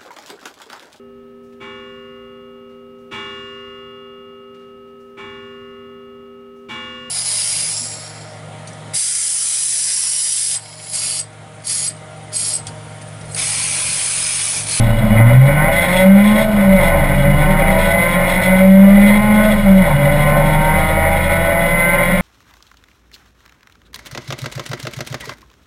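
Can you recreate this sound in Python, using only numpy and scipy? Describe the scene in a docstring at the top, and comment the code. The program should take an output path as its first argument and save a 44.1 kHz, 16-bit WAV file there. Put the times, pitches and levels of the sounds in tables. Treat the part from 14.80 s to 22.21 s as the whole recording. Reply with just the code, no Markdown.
"""Race car cabin, two upshifts

A four-cylinder race car pulls through two upshifts in a pack, heard from inside. The exhaust booms in
the bare cabin and its upper orders sweep through the cabin's resonances over mechanical rush. Loose
metal rattles, the road shakes the body and rivals drone nearby. A small camera's limiter ducks the
loudest booms, and its coarse converter adds grit on top."""
import sys
import numpy as np
from scipy import signal
from scipy.fft import rfft, irfft, next_fast_len
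from scipy.io import wavfile
from scipy.ndimage import uniform_filter1d, minimum_filter1d

SR = 44100
rng = np.random.default_rng(int(sys.argv[2]) if len(sys.argv) > 2 else 0)


def unload_audio(sound):
    """Save the sound as a 16-bit wav file, at the path given as the first command line argument."""
    columns = np.transpose(np.atleast_2d(sound))
    # keep every value between -1 and 1, then stretch to whole-number steps
    steps = np.round(np.clip(columns, -1, 1) * 32767)
    wavfile.write(sys.argv[1], SR, steps.astype(np.int16))


N = 326781
TIME = np.arange(N) / SR
BINS = np.fft.rfftfreq(N, 1 / SR)
ROAR_TOP_HZ, RASP_TOP_HZ = 1706, 2470  # where roar gives way to rasp, and rasp to clatter

# The revs through the launch and two upshifts. Each row: time in seconds, firing rate in Hz.
ENGINE_REVS = [(0, 115.8), (.17, 108.5), (.32, 106.1), (.44, 115.8), (.54, 124.8), (.62, 132.4),
               (.96, 168.1), (1.32, 194.9), (1.48, 209.2), (1.64, 217.3), (1.72, 209.5), (1.9, 191.7),
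               (1.95, 190.9), (2.01, 175.9), (2.2, 151), (2.36, 139.4), (2.69, 152.1), (3.21, 170.6),
               (4.0, 194.4), (4.44, 210.6), (4.68, 212.7), (4.84, 204.9), (4.88, 194.1), (5.0, 189.5),
               (5.08, 159.8), (5.15, 142.5), (5.71, 152.8), (6.52, 164.1), (7.4, 176.6)]
# The throttle opens for the launch, lifts before each upshift and returns while the clutch still slips.
# Each row: time in seconds, engine load in dB.
ENGINE_LOAD = [(0, -4.5), (.24, -13.5), (.42, 2.5), (.64, -4.5), (.8, 1.5), (1.6, -1.5), (1.72, -9),
               (1.77, -1.5), (1.84, -6), (1.98, 1.5), (2.28, -3), (2.7, 0), (3.5, 2), (4.0, -1.5),
               (4.22, 1.5), (4.66, -0.5), (4.75, -8), (4.86, -2), (4.91, -6.5), (5.02, 0.5), (5.2, -1),
               (5.55, 0.5), (7.4, 2)]
# How pipe and cabin air answer a low tone, with two booming peaks. Each row: frequency in Hz, gain in dB.
BOOM_RESPONSE = [(106, -11.5), (114, -6), (120, -8.5), (129, 2.5), (139, -13.5), (146, -16), (155, -19),
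                 (160, -30), (168, -25.5), (175, -22.5), (182, -22), (187, -11), (193, -1.5), (203, -8),
                 (212, -10.5), (218, -23), (235, -20), (265, -30.5), (298, -31), (340, -40.5), (430, -40.5)]
# The engine's upper harmonics. Each row: multiple of the firing rate, level in dB.
ORDER_LEVELS = [(2, -23), (3, -9), (4, -17), (6, -18), (7, -18.5), (9, -18.5), (10, -18.5), (12, -17.5),
                (13, -21), (15, -21.5), (17, -22), (24, -24.5)]
# The exhaust growls hardest at the revs its pipe is tuned for. Each row: firing rate in Hz, gain in dB.
PIPE_TUNING = [(106, 1), (118, -0.5), (132, -2), (144, -0.5), (152, 4.5), (159, 6.5), (168, 0.5), (178, 0),
               (192, 1.5), (204, -0.5), (215, 2.5)]
# The ring of the cabin and its panels. Each row: frequency in Hz, width in Hz, gain in dB.
CABIN_RESONANCES = [(231.3, 18.6, -7.5), (289.4, 25.7, -16.5), (540.8, 29.2, -18), (574.5, 16.2, -6.5),
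                    (645.7, 11.8, -11), (669.9, 9.3, -7), (741, 40, -14.5), (797.2, 12.8, -9),
                    (843, 23.5, -12), (917.5, 17.1, -10), (983, 28, -16), (1048.6, 35.5, -12.5),
                    (1187, 23, -20), (1258, 27, -17.5), (1313, 13, -17.5), (1407, 89, -16.5),
                    (1493.3, 11.9, -8), (1546, 14.3, -12), (1833, 108, -18), (1922, 11, -9.5),
                    (2043, 45, -5), (2130, 19.4, -8.5), (2236, 53, -12), (2432, 51, -21), (2555, 80, -28),
                    (2820, 76, -32.5), (3304, 27, -25), (3455, 69, -27), (3818, 52, -27.5), (4123, 45, -32)]
# The tone of the mechanical noise before the cabin colours it. Each row: frequency in Hz, level in dB.
RUSH_SPECTRUM = [(150, -26.5), (240, -10.5), (400, 11.5), (550, 7), (700, -6.5), (1000, -4.5), (1400, -6),
                 (1700, -3), (2050, -12), (2500, -4), (3200, 2.5), (4200, -3.5), (4900, -11.5),
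                 (5500, -1.5)]
# Fits of rattling in the bare shell. Each row: start in seconds, length in seconds, clatter boost in dB.
RATTLE_FITS = [(.92, .11, 15), (1.08, 0.11, 20), (1.43, 0.073, 8.5), (1.554, 0.048, 17), (1.98, 0.092, 5),
               (2.86, .06, 6.5), (2.983, 0.053, 6.5), (3.18, .22, 3), (3.47, 0.065, 7), (3.607, 0.058, 9.5),
               (4.248, .08, 3), (4.63, 0.065, 7.5), (5.004, 0.073, 2), (5.98, 0.046, 4), (6.5, 0.042, 4),
               (6.669, 0.039, -2)]
# Broad road rumble. Each row: frequency in Hz, level in dB.
ROAD_SPECTRUM = [(10, -29), (22, 17.5), (40, -6), (60, 3.5), (95, 7), (150, 8), (230, -8.5), (290, -12.5),
                 (380, -19), (600, -24.5)]
# How hard the road shakes the shell. Each row: time in seconds, shake in dB.
ROAD_SHAKE = [(0, -14.5), (.22, -20), (.85, -16.5), (1.05, -35), (1.48, -33), (1.85, -16.5), (2.0, -14.5),
              (2.4, -10), (3.1, -21), (3.25, -25), (4.03, -29), (4.22, -18), (4.45, -19), (5.25, -16),
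              (6.05, -18), (6.6, -30), (7.15, -32), (7.4, -21.5)]
# The shell's low modes; the second is the floor.
# Each row: frequency in Hz, width in Hz, level on ordinary tarmac in dB, dB gained per dB of shake.
SHELL_MODES = [(28.7, 1.6, -18, 0.5), (79.65, 6.4, -29.5, 1.16), (129.6, 12, -26.5, 0.33),
               (192, 15, -24, 0.34)]
# Other cars drawing near and away. Each row: closest moment in seconds, fade time in seconds,
# firing rate at that moment in Hz, glide in Hz per second, drone level in dB, octave level in dB.
RIVAL_PASSES = [(0.258, 0.066, 121.5, -38.5, -17, -50), (2.799, 0.41, 190, -12, -21, -37),
                (5.55, .22, 215.7, -70.5, -27, -35.5), (6.8, 0.4, 172.3, 6.5, -33, -40),
                (7.38, 0.076, 192.2, -10, -20.5, -44)]


def amp(db):
    """Decibels to gain."""
    return 10 ** (np.asarray(db) / 20)


def unit_rms(x):
    """Scales to rms 1."""
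    return x / np.sqrt(np.mean(x ** 2) + 1e-20)


def automation(points):
    """A timed table as a curve, one value a sample."""
    return np.interp(TIME, *np.transpose(points))


def db_at(points, hz):
    """Reads a spectrum on a log-frequency axis."""
    frequencies, levels = np.transpose(points)
    return np.interp(np.log(hz + 1e-3), np.log(frequencies), levels)


def highpass(hz):
    """Gain of a steep high-pass in each bin."""
    return 1 / (1 + (hz / (BINS + 1)) ** 20)


def peak(hz, width_hz):
    """Gain of one resonance in each bin."""
    return 1 / (1 + ((BINS - hz) / width_hz * 2) ** 2)


def noise(gain):
    """Noise of rms 1, shaped by a gain for each bin."""
    size = next_fast_len(N)
    shape = np.interp(np.fft.rfftfreq(size, 1 / SR), BINS, gain)
    return unit_rms(irfft(rfft(rng.standard_normal(size)) * shape, size)[:N])


def wander(rate_hz):
    """Random modulation of rms 1."""
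    knots = rng.standard_normal(8192)
    return unit_rms(np.interp(TIME * rate_hz, np.arange(len(knots)), knots))


def lagged(x, lag_s):
    """A resonance takes time to build up and to die away."""
    keep = np.exp(-1 / (lag_s * SR + 1))
    return x[0] + signal.lfilter([1 - keep], [1, -keep], x - x[0])


def boom(firings, firing_hz, load_db, waver_db=1.93, floor_width_hz=3.1):
    """The firing tone and its octave swell on the pipe and cabin peaks; the crank shakes the floor."""
    drive = lagged(amp(0.89 * load_db + db_at(BOOM_RESPONSE, firing_hz)), lag_s=0.017)
    drive *= amp(waver_db * wander(19))
    fundamental = drive * np.sin(2 * np.pi * firings) * (1 + 0.096 * wander(60))
    octave = amp(db_at(BOOM_RESPONSE, 2 * firing_hz)) * np.sin(4 * np.pi * firings)
    octave *= 1 + 0.36 * wander(40)
    floor_detune = (firing_hz / 2 - SHELL_MODES[1][0]) / floor_width_hz  # the crank turns an octave down
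    floor = lagged(amp(-22) / (1 + floor_detune ** 4), lag_s=0.12)
    sub = (amp(-43) * wander(3) + floor) * np.sin(np.pi * firings)
    return np.sqrt(2) * (fundamental + octave + sub)


def order_tones(firings, multiples, gains, size=4096):
    """A wavetable of multiples of the firing rate, looping every four firings."""
    lines = np.zeros(size // 2 + 1, complex)
    lines[np.rint(multiples * 4).astype(int)] = gains * np.exp(2j * np.pi * rng.random(len(gains)))
    cycle = irfft(lines) * size / np.sqrt(2)
    return np.interp(firings / 4 % 1 * size, np.arange(size), cycle)


def engine_orders(firings, orders, uneven_db, jitter, roughness, fade_db):
    """Whole orders, with weaker lines between them because the four cylinders differ."""
    between = (orders[:, None] - np.array([1, 2, 3]) / 4).ravel()
    firings = firings + jitter * wander(110)
    tone = np.zeros(N)
    for first in range(3):  # neighbouring orders swell and fade apart
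        group = orders[first::3]
        tone += amp(fade_db * wander(9)) * order_tones(firings, group, amp(db_at(ORDER_LEVELS, group)))
    for _ in range(2):  # the imbalance drifts between two patterns
        imbalance = amp(uneven_db) * wander(5) / np.sqrt(2)
        tone += imbalance * order_tones(firings, between, amp(db_at(ORDER_LEVELS, between)))
    return tone * (1 + roughness * wander(170))


def cabin(x, contrast=1, pivot_db=-10, direct_db=-42, size=8192):
    """The cabin rings over a weak direct path; a point source meets sharper peaks (more contrast)."""
    hz = abs(np.fft.fftfreq(size, 1 / SR))
    power = sum(amp(db) ** 2 / (1 + ((hz - centre) / width) ** 2) ** 2
                for centre, width, db in CABIN_RESONANCES)
    gain = np.sqrt(power + amp(direct_db) ** 2)
    pivot = np.log(amp(pivot_db))
    log_gain = pivot + contrast * (np.log(gain) - pivot)
    response = np.fft.ifft(np.exp(np.conj(signal.hilbert(log_gain)))).real  # minimum phase
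    return signal.oaconvolve(x, response[:size // 2])[:N]


def exhaust(firings, firing_hz, load_db, smooth_hz=138, judder_hz_per_s=120):
    """Low orders growl and high orders whine; each flares as it crosses a cabin resonance."""
    lumpy_db = 9 * np.clip((smooth_hz - firing_hz) / 28, 0, 1)  # a racing cam is uneven at low revs
    drag = uniform_filter1d(np.clip(-np.gradient(firing_hz) * SR / judder_hz_per_s, 0, 1), size=1500)
    firings = firings + 0.047 * drag * wander(90)  # the clutch judders as it drags the revs down
    growl = engine_orders(firings, np.arange(3, 8), uneven_db=lumpy_db - 13.5,
                          jitter=0.006, roughness=0.15, fade_db=2.5)
    whine = engine_orders(firings, np.arange(8, 24), uneven_db=-21,
                          jitter=0.0041, roughness=0.11, fade_db=1.5)
    growl *= amp(1.6 + db_at(PIPE_TUNING, firing_hz) + 0.85 * load_db)
    whine *= amp(1.0 + 1.88 * load_db)
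    return cabin(growl, contrast=1.265) + cabin(whine, contrast=1.104)


def machinery(firings, load_db, rattle_db, flicker_db=1.5, surge_db=0.63):
    """Combustion roar and intake rasp: noise throbbing with the firings; rattling lifts the rasp."""
    colour = amp(db_at(RUSH_SPECTRUM, BINS))
    throb = 1 + 0.19 * np.cos(2 * np.pi * firings)
    throb *= amp(flicker_db * wander(45) + surge_db * wander(12))
    roar_band = 1 - highpass(ROAR_TOP_HZ)
    rasp_band = highpass(ROAR_TOP_HZ) * (1 - highpass(RASP_TOP_HZ))
    roar = unit_rms(cabin(throb * noise(colour * roar_band)))
    rasp = unit_rms(cabin(throb * noise(colour * rasp_band)))
    return amp(-20.5 + 0.062 * load_db) * roar + amp(-25 + 0.33 * load_db + 0.25 * rattle_db) * rasp


def rattle_boost(attack_s=0.014, release_s=0.07):
    """An envelope in dB: each fit of rattling starts quickly, holds and dies away."""
    boost_db = np.zeros(N)
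    for start, length, db in RATTLE_FITS:
        corners = [0, attack_s, max(length, attack_s), length + release_s]
        boost_db += np.interp(TIME - start, corners, [0, db, db, 0])
    return boost_db


def clatter(firings, load_db, rattle_db, limit_db=-26, flicker_db=2.0, treble_hz=4300):
    """Loose metal buzzes in step with the engine; its travel is limited, and harder hits are brighter."""
    level_db = np.minimum(-35 + 0.29 * load_db + rattle_db + 1.65 * wander(32), limit_db)
    colour = amp(db_at(RUSH_SPECTRUM, BINS)) * highpass(RASP_TOP_HZ)
    multiples = np.arange(24, 80) / 2
    contacts = order_tones(firings + 0.0039 * wander(60), multiples, np.ones(len(multiples)))
    buzz = unit_rms(irfft(rfft(contacts) * colour, N))
    hiss = noise(colour) * (1 + 0.35 * np.cos(2 * np.pi * firings))
    ring = unit_rms(cabin((hiss + 0.3 * buzz) * amp(flicker_db * wander(90))))
    treble = irfft(rfft(ring) * highpass(treble_hz), N)
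    treble_gain = amp(3 + 0.087 * (level_db - limit_db))
    return amp(level_db) * (ring - treble + treble_gain * treble)


def panel_buzz():
    """A thin sheet buzzes at its own pitch."""
    return amp(-40) * noise(peak(hz=2910, width_hz=90))


def body_rumble(road_db=-29, usual_shake_db=-16, steadiness=0.65):
    """The shell and the air in it ring at a few low modes over broad road rumble."""
    shake_db = automation(ROAD_SHAKE) - usual_shake_db
    rumble = amp(road_db) * noise(amp(db_at(ROAD_SPECTRUM, BINS)))
    for hz, width, db, follow in SHELL_MODES:
        ring = noise(peak(hz, width) ** 0.94)
        swell = np.sqrt(abs(uniform_filter1d(ring ** 2, SR // 10)) + 1e-6)
        rumble += amp(db + follow * shake_db) * unit_rms(ring / swell ** steadiness)
    return rumble


def rivals(waver_db=2.7):
    """Nearby engines swell, glide and fade: a drone through the shell, faint orders through the cabin."""
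    drone, upper = np.zeros(N), np.zeros(N)
    orders = np.arange(3, 15)
    for closest, fade, hz, glide, drone_db, octave_db in RIVAL_PASSES:
        swell = np.exp(-((TIME - closest) / fade) ** 2 / 2) * amp(waver_db * wander(10))
        firings = np.cumsum(hz + glide * (TIME - closest)) / SR
        phase = 2 * np.pi * firings
        drone += swell * np.sqrt(2) * (amp(drone_db) * np.sin(phase) + amp(octave_db) * np.sin(2 * phase))
        upper += swell * amp(drone_db + 10) * order_tones(firings, orders, amp(db_at(ORDER_LEVELS, orders)))
    return drone + cabin(upper)


def limiter(x, ceiling_db=0.09, recovery_db_per_s=120, window=300):
    """Pulls the gain down around peaks and recovers gradually, so a loud boom ducks everything else."""
    over_db = np.maximum(20 * np.log10(abs(x) + 1e-9) - ceiling_db, 0)
    recovery_db = TIME * recovery_db_per_s
    gain_db = recovery_db - np.maximum.accumulate(over_db + recovery_db)
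    return x * amp(uniform_filter1d(minimum_filter1d(gain_db, window), window))


def scene():
    """The mono mix: one crankshaft drives engine and clatter, over panel buzz, road and rivals."""
    firing_hz = automation(ENGINE_REVS)
    load_db = automation(ENGINE_LOAD)
    rattle_db = rattle_boost()
    firings = np.cumsum(firing_hz * (1 + 0.00073 * wander(25))) / SR  # phase, one cycle a firing
    engine = boom(firings, firing_hz, load_db) + exhaust(firings, firing_hz, load_db)
    engine += machinery(firings, load_db, rattle_db)
    return (engine + clatter(firings, load_db, rattle_db) + panel_buzz() + body_rumble() + rivals())[None]


def record(dry, top_hz=5500, converter_hz=12000, edge_hz=15000):
    """A limiter, then a slow converter whose held samples mirror the sound into the treble; peaks clip."""
    dulled = signal.oaconvolve(dry[0], signal.firwin(151, top_hz, fs=SR), "same")
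    coarse = signal.resample_poly(limiter(dulled), converter_hz, SR, window=("kaiser", 3))
    held = np.repeat(coarse, 4)
    clipped = np.clip(signal.resample_poly(held, SR, 4 * converter_hz)[:N], -1, 1)
    high_cut = signal.firwin(255, edge_hz, window=("kaiser", 9), fs=SR)
    return signal.oaconvolve(clipped, high_cut, "same")[None]


dry = scene()
out = record(dry)
unload_audio(out)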